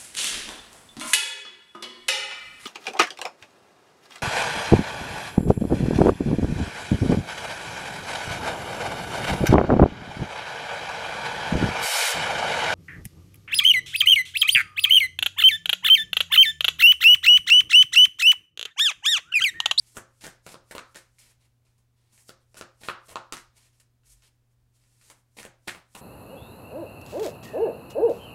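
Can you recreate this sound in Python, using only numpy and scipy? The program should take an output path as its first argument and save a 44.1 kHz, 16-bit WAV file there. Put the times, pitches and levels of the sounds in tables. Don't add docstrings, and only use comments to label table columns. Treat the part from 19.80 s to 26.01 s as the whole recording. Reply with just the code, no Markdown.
import sys
import numpy as np
from scipy import signal
from scipy.fft import rfft, irfft
from scipy.io import wavfile
from scipy.ndimage import uniform_filter1d

SR = 44100
rng = np.random.default_rng(int(sys.argv[2]) if len(sys.argv) > 2 else 0)


def natural_amplitude(level_db):
    exponent = np.asarray(level_db, float) / 20
    return 10 ** exponent


def inscribe(sig):
    pcm = np.round(np.clip(np.atleast_2d(sig).T, -1, 1) * 32767)
    wavfile.write(sys.argv[1], SR, pcm.astype(np.int16))


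N = 273861

# f/Hz, level/dB
FLOOR_SPECTRUM = [(15, -8), (40, -1), (70, -2), (95, -3.5), (150, -14), (260, -15.5), (430, -21),
                  (900, -25), (2300, -30.5), (5000, -33), (10000, -34.5), (13000, -36), (16000, -38)]
# f/Hz, rms level/dB
MAINS_HUM = [(119.7, -68.5), (240, -89.5)]
# t/s, f/Hz, level/dB
TABLE_SHAKES = [
    (.44, 35, -69),
    (.95, 35.2, -83),
    (3.56, 34.3, -69),
    (4.273, 46.8, -63),
    (5.6, 35.5, -67),
]
# f/Hz, level/dB, t60/s
TABLE_MODES = [(353.6, -50.5, 0.29), (535, -58.5, 0.48), (803, -59.5, 0.29), (1054, -65, .2),
               (1360, -62, .2), (1295, -59.5, 0.28), (1470, -66.5, .2), (1540, -64.5, .18),
               (1470, -60, 0.14), (2270, -64, .15)]
# delay/s, level/dB, favoured f/Hz
NEAR_ECHOES = [(.0020, -14.5, 1500), (.0047, -11, 1134), (.0092, -13.5, 2320), (.0103, -15, 8320),
               (0.0104, -14, 3000), (0.0123, -9, 1438), (0.0142, -12, 3110)]
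# f/Hz, t60/s, energy re direct/dB
ROOM_DECAY = [(150, 0.13, -1), (400, 0.35, -9.5), (800, 0.33, -1.5), (1250, 0.38, -1), (1800, 0.29, -1),
              (2790, 0.31, -6.5), (4870, 0.34, -7), (10800, 0.092, -1), (14950, 0.15, -7)]
# f/Hz, level/dB
HISS_SPECTRUM = [(1500, -40.5), (3000, -7.5), (5000, 5.5), (7000, 10), (9000, 10.5), (11500, 5.5),
                 (13500, -1.5), (16000, -13.5)]
# f/Hz, level/dB
FLEX_SPECTRUM = [(700, -4.5), (1400, -4.5), (2100, 3.5), (2900, 2), (4200, 3.5), (5500, -3), (9000, -43)]
# f/Hz, level/dB
RUMBLE_SPECTRUM = [(80, -2), (200, 2), (450, 2), (900, -0.5), (1500, -5.5), (2600, -19.5)]
# landing t/s, hiss level/dB, lead-in per 60 dB/s
APPROACHES = [(0.408, -67, 0.5), (0.66, -59, 0.1), (.905, -61.5, 0.2), (1.13, -69, 0.4),
              (1.379, -75.5, 1.2), (2.489, -52, 0.06), (2.735, -71.5, .3), (3.01, -64, 0.23),
              (3.273, -58, 0.17), (3.99, -73.5, 0.7), (5.563, -69, 0.24), (5.867, -65, 0.2),
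              (6.141, -62, 0.22)]
# t/s, hiss level/dB, t60/s, flex re hiss/dB, rumble re hiss/dB
SCUFFS = [(.174, -35.5, 0.015, -31, 3), (0.441, -42.5, 0.19, 0, -4), (.666, -49, 0.058, 0.5, 6),
          (.912, -43.5, 0.064, 0.5, -0.5), (.952, -49.5, 0.093, 5.5, 12.5), (1.166, -50, 0.17, 0, -25),
          (1.851, -74.5, 0.55, -1, -8), (1.981, -70.5, 0.11, -4, -6), (3.527, -39.5, .08, 4.5, 1),
          (3.572, -52.5, .2, -0.5, -11), (3.929, -78, 0.21, 5, -14), (4.001, -57, 0.062, -3.5, -33),
          (5.301, -53, 0.11, -3.5, -0.5), (5.652, -53.5, 0.043, -11, 9), (5.883, -40.5, 0.16, -15, -28),
          (5.949, -66, 0.18, -4, 16.5), (6.151, -47.5, 0.074, 1.5, 8.5)]
# t/s, length/s, hiss level/dB, flex re hiss/dB, rumble re hiss/dB
SLIDES = [(.149, .018, -56, -6.5, 0.5), (0.411, .025, -52.5, 0.5, -15), (0.681, 0.05, -53, 0, -7),
          (1.15, 0.0114, -58.5, 9.5, 6.5), (2.75, 0.024, -63, 4, -5), (2.771, 0.025, -50, -7, -6.5),
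          (3.013, 0.013, -53.5, -3, -3.5), (3.035, 0.069, -50, -0.5, -8.5), (3.284, 0.046, -54.5, -1, 2.5),
          (1.389, 0.014, -58.5, -22, -30), (4.424, .055, -65.5, 0, -16.5), (5.569, 0.0092, -52.5, 0, -10.5),
          (5.583, 0.025, -48.5, 1, 0), (5.615, .036, -57, -1, -20), (5.876, 0.0078, -45, 5, 4.5),
          (6.175, 0.018, -51, -10, -1.5)]
# t/s, length/s, hiss level/dB, flex re hiss/dB, rumble re hiss/dB
RUBS = [(.005, 0.055, -67, -2, -24), (0.072, 0.026, -61.5, -9.5, -24), (0.12, 0.053, -63, -9, -27),
        (1.402, 0.022, -59, -3, -30), (1.441, 0.072, -63.5, -2, -23), (1.61, 0.048, -73.5, 1, -6.5),
        (2.17, 0.16, -81, 3, -6), (2.333, 0.072, -62, -9.5, -14), (2.407, 0.1, -66.5, -18, -22),
        (2.608, 0.0096, -78, 2, -3.5), (3.771, 0.0045, -59, -2.5, -14), (3.805, 0.066, -67, -1, -21),
        (4.26, 0.024, -63.5, -8, -27), (4.303, .02, -55.5, -13.5, -41), (4.36, 0.059, -74, -2, -24),
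        (4.543, .005, -84.5, 0, -4.5), (4.716, .005, -78.5, -10, -11.5), (4.952, 0.013, -69, -5, -28),
        (5.0, .08, -73.5, -3, -24.5), (5.105, 0.12, -70.5, -7, -28), (5.221, 0.017, -67, -2, -18),
        (5.253, 0.044, -60.5, -6.5, -20), (5.368, 0.024, -72, -9.5, -5)]
# f/Hz, level/dB
SLAP_SPECTRUM = [(900, -16.5), (1900, -4), (2500, -0.5), (3600, -9), (4600, -6), (5600, -30.5),
                 (8000, -38.5)]
# f/Hz, level/dB
TICK_SPECTRUM = [(2500, -31), (5000, 9.5), (6500, 10), (9000, 8), (12000, -13.5), (16000, 0)]
# t/s, thud peak level/dB
PALMS = [(.169, -32), (.411, -58), (0.4399, -36), (.467, -31), (.665, -35), (.743, -32), (.911, -36),
         (.951, -29), (.981, -32), (1.16, -38.5), (2.493, -35), (2.745, -44), (2.8116, -28), (3.015, -55),
         (3.035, -40.5), (3.086, -23.5), (3.291, -42), (3.357, -29.5), (3.524, -29), (5.3, -52.5),
         (5.569, -45), (5.587, -38), (5.628, -56), (5.6515, -34.5), (5.882, -33), (5.949, -37.5),
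         (6.151, -40)]
# t/s, clap peak level/dB, air pocket f/Hz, tick re clap/dB
MORE_CLAPS = [(.411, -48.5, 1633, -3), (0.445, -36, 1550, 3), (1.146, -48, 1580, 9), (1.385, -55.5, 2120, 6),
              (1.867, -64.5, 1420, -7), (2.378, -51.5, 1920, 4), (2.409, -63, 750, 8), (2.744, -48, 670, 6.5),
              (2.782, -45, 1550, -4), (3.016, -50, 740, -2), (3.293, -44, 1250, 5), (3.999, -64, 2600, 13),
              (4.235, -66.5, 2440, -5), (4.422, -58, 2200, 4), (5.038, -62, 1460, -6.5), (5.213, -55, 1500, 4),
              (5.3004, -45.5, 1800, 11.5), (5.569, -58, 844, 5), (5.874, -63, 620, -5), (5.885, -39, 1692, 7)]
# t/s, clap peak level/dB, air pocket f/Hz, tick re clap/dB, slap re clap/dB
CLAPS = [(.169, -27, 1360, -0.5, -5.5), (.4395, -37.5, 760, -5, 2), (.467, -30, 1580, 3, -4),
         (.665, -42, 553, 5, 4.5), (.743, -36, 1110, -3, -2), (.911, -32.5, 1820, -2.5, -9),
         (.951, -38.5, 890, 0, 5), (.9809, -26.5, 1180, -5.5, 1.5), (1.159, -32.5, 1660, 1.5, -10),
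         (2.493, -34.5, 1350, 2.5, -1), (2.769, -36.5, 1420, -4, -5.5), (2.8116, -29.5, 1310, -0.5, -1.5),
         (3.035, -41, 1580, -12, 5.5), (3.0862, -15, 1284, -29, -1.5), (3.3573, -18, 1116, -10.5, -4.5),
         (3.5238, -22.5, 1250, 2, -3), (3.569, -32, 1930, 2.5, -13.5), (5.587, -42.5, 735, -7, 10),
         (5.630, -32, 1730, -1, -13), (5.6515, -35, 1630, 3, 1), (5.8819, -20, 1590, -19, 0.5),
         (5.8945, -29, 1616, -8, 0), (5.948, -39.5, 1090, -4, 2), (6.151, -37.5, 762, -1, 3.5)]


def unit(x):
    return x / np.sqrt(np.mean(x ** 2))


def colour(x, spectrum):
    hz, db = np.transpose(spectrum)
    size = 4096
    bins_hz = np.arange(size // 2 + 1) * SR / size
    log_gain = np.interp(np.log(bins_hz + 1), np.log(hz), db) * np.log(10) / 20
    cepstrum = irfft(log_gain)
    cepstrum[1:size // 2] *= 2
    cepstrum[size // 2 + 1:] = 0
    response = irfft(np.exp(rfft(cepstrum)))
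    return signal.fftconvolve(x, response)[:len(x)]


def walk(rate_hz):
    hold = int(SR / rate_hz)
    steps = np.repeat(rng.standard_normal(N // hold + 1), hold)
    slewed = uniform_filter1d(uniform_filter1d(steps, hold), hold)
    return unit(slewed[:N])


def ring(t, hz, cycles):
    y = np.sin(2 * np.pi * hz * t) * np.exp(-t * hz / max(cycles, .2))
    return y / np.max(np.abs(y))


def floor_noise():
    noise = colour(rng.standard_normal(N), FLOOR_SPECTRUM)
    upper = signal.sosfilt(signal.butter(4, 300, "high", fs=SR, output="sos"), noise)
    level_db = -79 + 0.48 * walk(1.0)
    return noise * natural_amplitude(level_db) / np.std(upper)


def mains_hum():
    t = np.arange(N) / SR
    hum = np.zeros(N)
    for hz, db in MAINS_HUM:
        hum += np.sqrt(2) * natural_amplitude(db + .5 * walk(6)) * np.sin(2 * np.pi * hz * t)
    return hum


def table_shakes():
    t = np.arange(N) / SR
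    shakes = np.zeros(N)
    for s, hz, db in TABLE_SHAKES:
        age = np.clip(t - s, 0, None)
        envelope = (age / 0.032) * np.exp(1 - age / 0.049)
        shakes += natural_amplitude(db) * np.sin(2 * np.pi * hz * age) * envelope
    return shakes


def echoes(x):
    t = np.arange(SR // 4) / SR
    response = np.zeros(len(t))
    for hz, db, t60 in TABLE_MODES:
        response += natural_amplitude(db - 60 * t / t60) * np.sin(2 * np.pi * hz * t)
    for delay, db, hz in NEAR_ECHOES:
        since = np.clip(t - delay, 0, None)
        response += natural_amplitude(db) * 4 * hz / SR * ring(since, hz, 0.91)
    return signal.fftconvolve(x, response)[:N]


def linger(energy, seconds):
    keep = np.exp(-1 / (seconds * SR))
    return signal.lfilter([1 - keep], [1, -keep], energy)


def tail(x):
    delay_s, build_up_s = .0035, 0.00034
    hz, t60, db = np.transpose(ROOM_DECAY)
    out = np.zeros(N)
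    for f in 100 * 2 ** np.arange(0, 7.3, 1 / 3):
        edges_hz = [f * 2 ** (-1 / 6), f * 2 ** (1 / 6)]
        band = signal.butter(2, edges_hz, "band", fs=SR, output="sos")
        decay_s = np.interp(np.log(f), np.log(hz), t60) / (2 * np.log(1000))
        energy = signal.sosfilt(band, x) ** 2
        stored = linger(linger(energy, build_up_s), decay_s)
        diffuse = unit(signal.sosfilt(band, rng.standard_normal(N)))
        band_db = np.interp(np.log(f), np.log(hz), db)
        out += natural_amplitude(band_db) * np.sqrt(stored) * diffuse
    return np.concatenate([np.zeros(int(delay_s * SR)), out])[:N]


def room(x):
    return x + echoes(x) + tail(x)


def strokes():
    catch_s, lift_s = .01, 0.02
    rub_rise_s, rub_fall_s = 0.082, 0.1
    approach_hold_s = 0.0017
    approach_flex_db, approach_rumble_db = -8, -21.5
    rows = []
    for s, db, lead in APPROACHES:
        rows.append((s - approach_hold_s, lead, approach_hold_s, lift_s, db, approach_flex_db, approach_rumble_db))
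    for s, db, t60, flex_db, rumble_db in SCUFFS:
        rows.append((s, catch_s, 0, t60, db, flex_db, rumble_db))
    for s, hold, *levels_db in SLIDES:
        rows.append((s, catch_s, hold, lift_s, *levels_db))
    for s, hold, *levels_db in RUBS:
        rows.append((s, rub_rise_s, hold, rub_fall_s, *levels_db))
    return rows


def sliding_friction():
    t = np.arange(N) / SR
    gains = np.full((3, N), 1e-9)
    for s, rise, hold, fall, hiss_db, flex_db, rumble_db in strokes():
        before, after = (s - t) / abs(rise), (t - s - hold) / abs(fall)
        away = np.maximum(np.maximum(before, after), 0)
        gains += natural_amplitude(hiss_db - 4.0 - 60 * away) * natural_amplitude([[0], [flex_db], [rumble_db]])
    firm = np.clip(gains[0] / natural_amplitude(-66), .35, 1)
    grain_size = 2.5 * np.minimum(rng.exponential(size=N), 4)
    judder = 1.8 * walk(220) + walk(50)
    grains = rng.standard_normal(N) * natural_amplitude(firm * (grain_size + judder))
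    grains = grains / np.sqrt(uniform_filter1d(grains ** 2, size=2048))
    out = np.zeros(N)
    for gain, spectrum in zip(gains, (HISS_SPECTRUM, FLEX_SPECTRUM, RUMBLE_SPECTRUM)):
        out += gain * unit(colour(grains, spectrum))
    return out


def crack(t, decay_s, spectrum):
    y = colour(rng.standard_normal(len(t)) * np.exp(-t / decay_s), spectrum)
    return y / np.max(np.abs(y))


def clap(t, pocket_hz, tick_db, slap_db):
    pocket = ring(t, pocket_hz, 1.49) * np.clip(t * pocket_hz / 0.61, 0, 1)
    slap = natural_amplitude(slap_db) * crack(t, 0.0011, SLAP_SPECTRUM)
    tick = natural_amplitude(tick_db) * crack(t, 0.00046, TICK_SPECTRUM)
    return pocket + slap + tick


def landings():
    more_claps_slap_db = 3
    t = np.arange(2048) / SR
    out = np.zeros(N + len(t))
    for s, db, *parts in CLAPS + [(*more_clap, more_claps_slap_db) for more_clap in MORE_CLAPS]:
        out[int(s * SR):][:len(t)] += natural_amplitude(db) * clap(t, *parts)
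    for s, db in PALMS:
        out[int(s * SR):][:len(t)] += natural_amplitude(db) * ring(t, 546, 0.43)
    return signal.sosfilt(signal.butter(1, 70, "high", fs=SR, output="sos"), out[:N])


def scene():
    background = floor_noise() + mains_hum() + table_shakes()
    cards = landings() + sliding_friction()
    return (room(cards) + background)[None]


def band_limit(x):
    return signal.sosfilt(signal.butter(12, 16470, fs=SR, output="sos"), x)


def record(dry):
    low_pass = signal.ellip(10, .2, 60, 15800, fs=SR, output="sos")
    mix = signal.sosfilt(low_pass, dry)
    return band_limit(mix)


dry = scene()
out = record(dry)
inscribe(out)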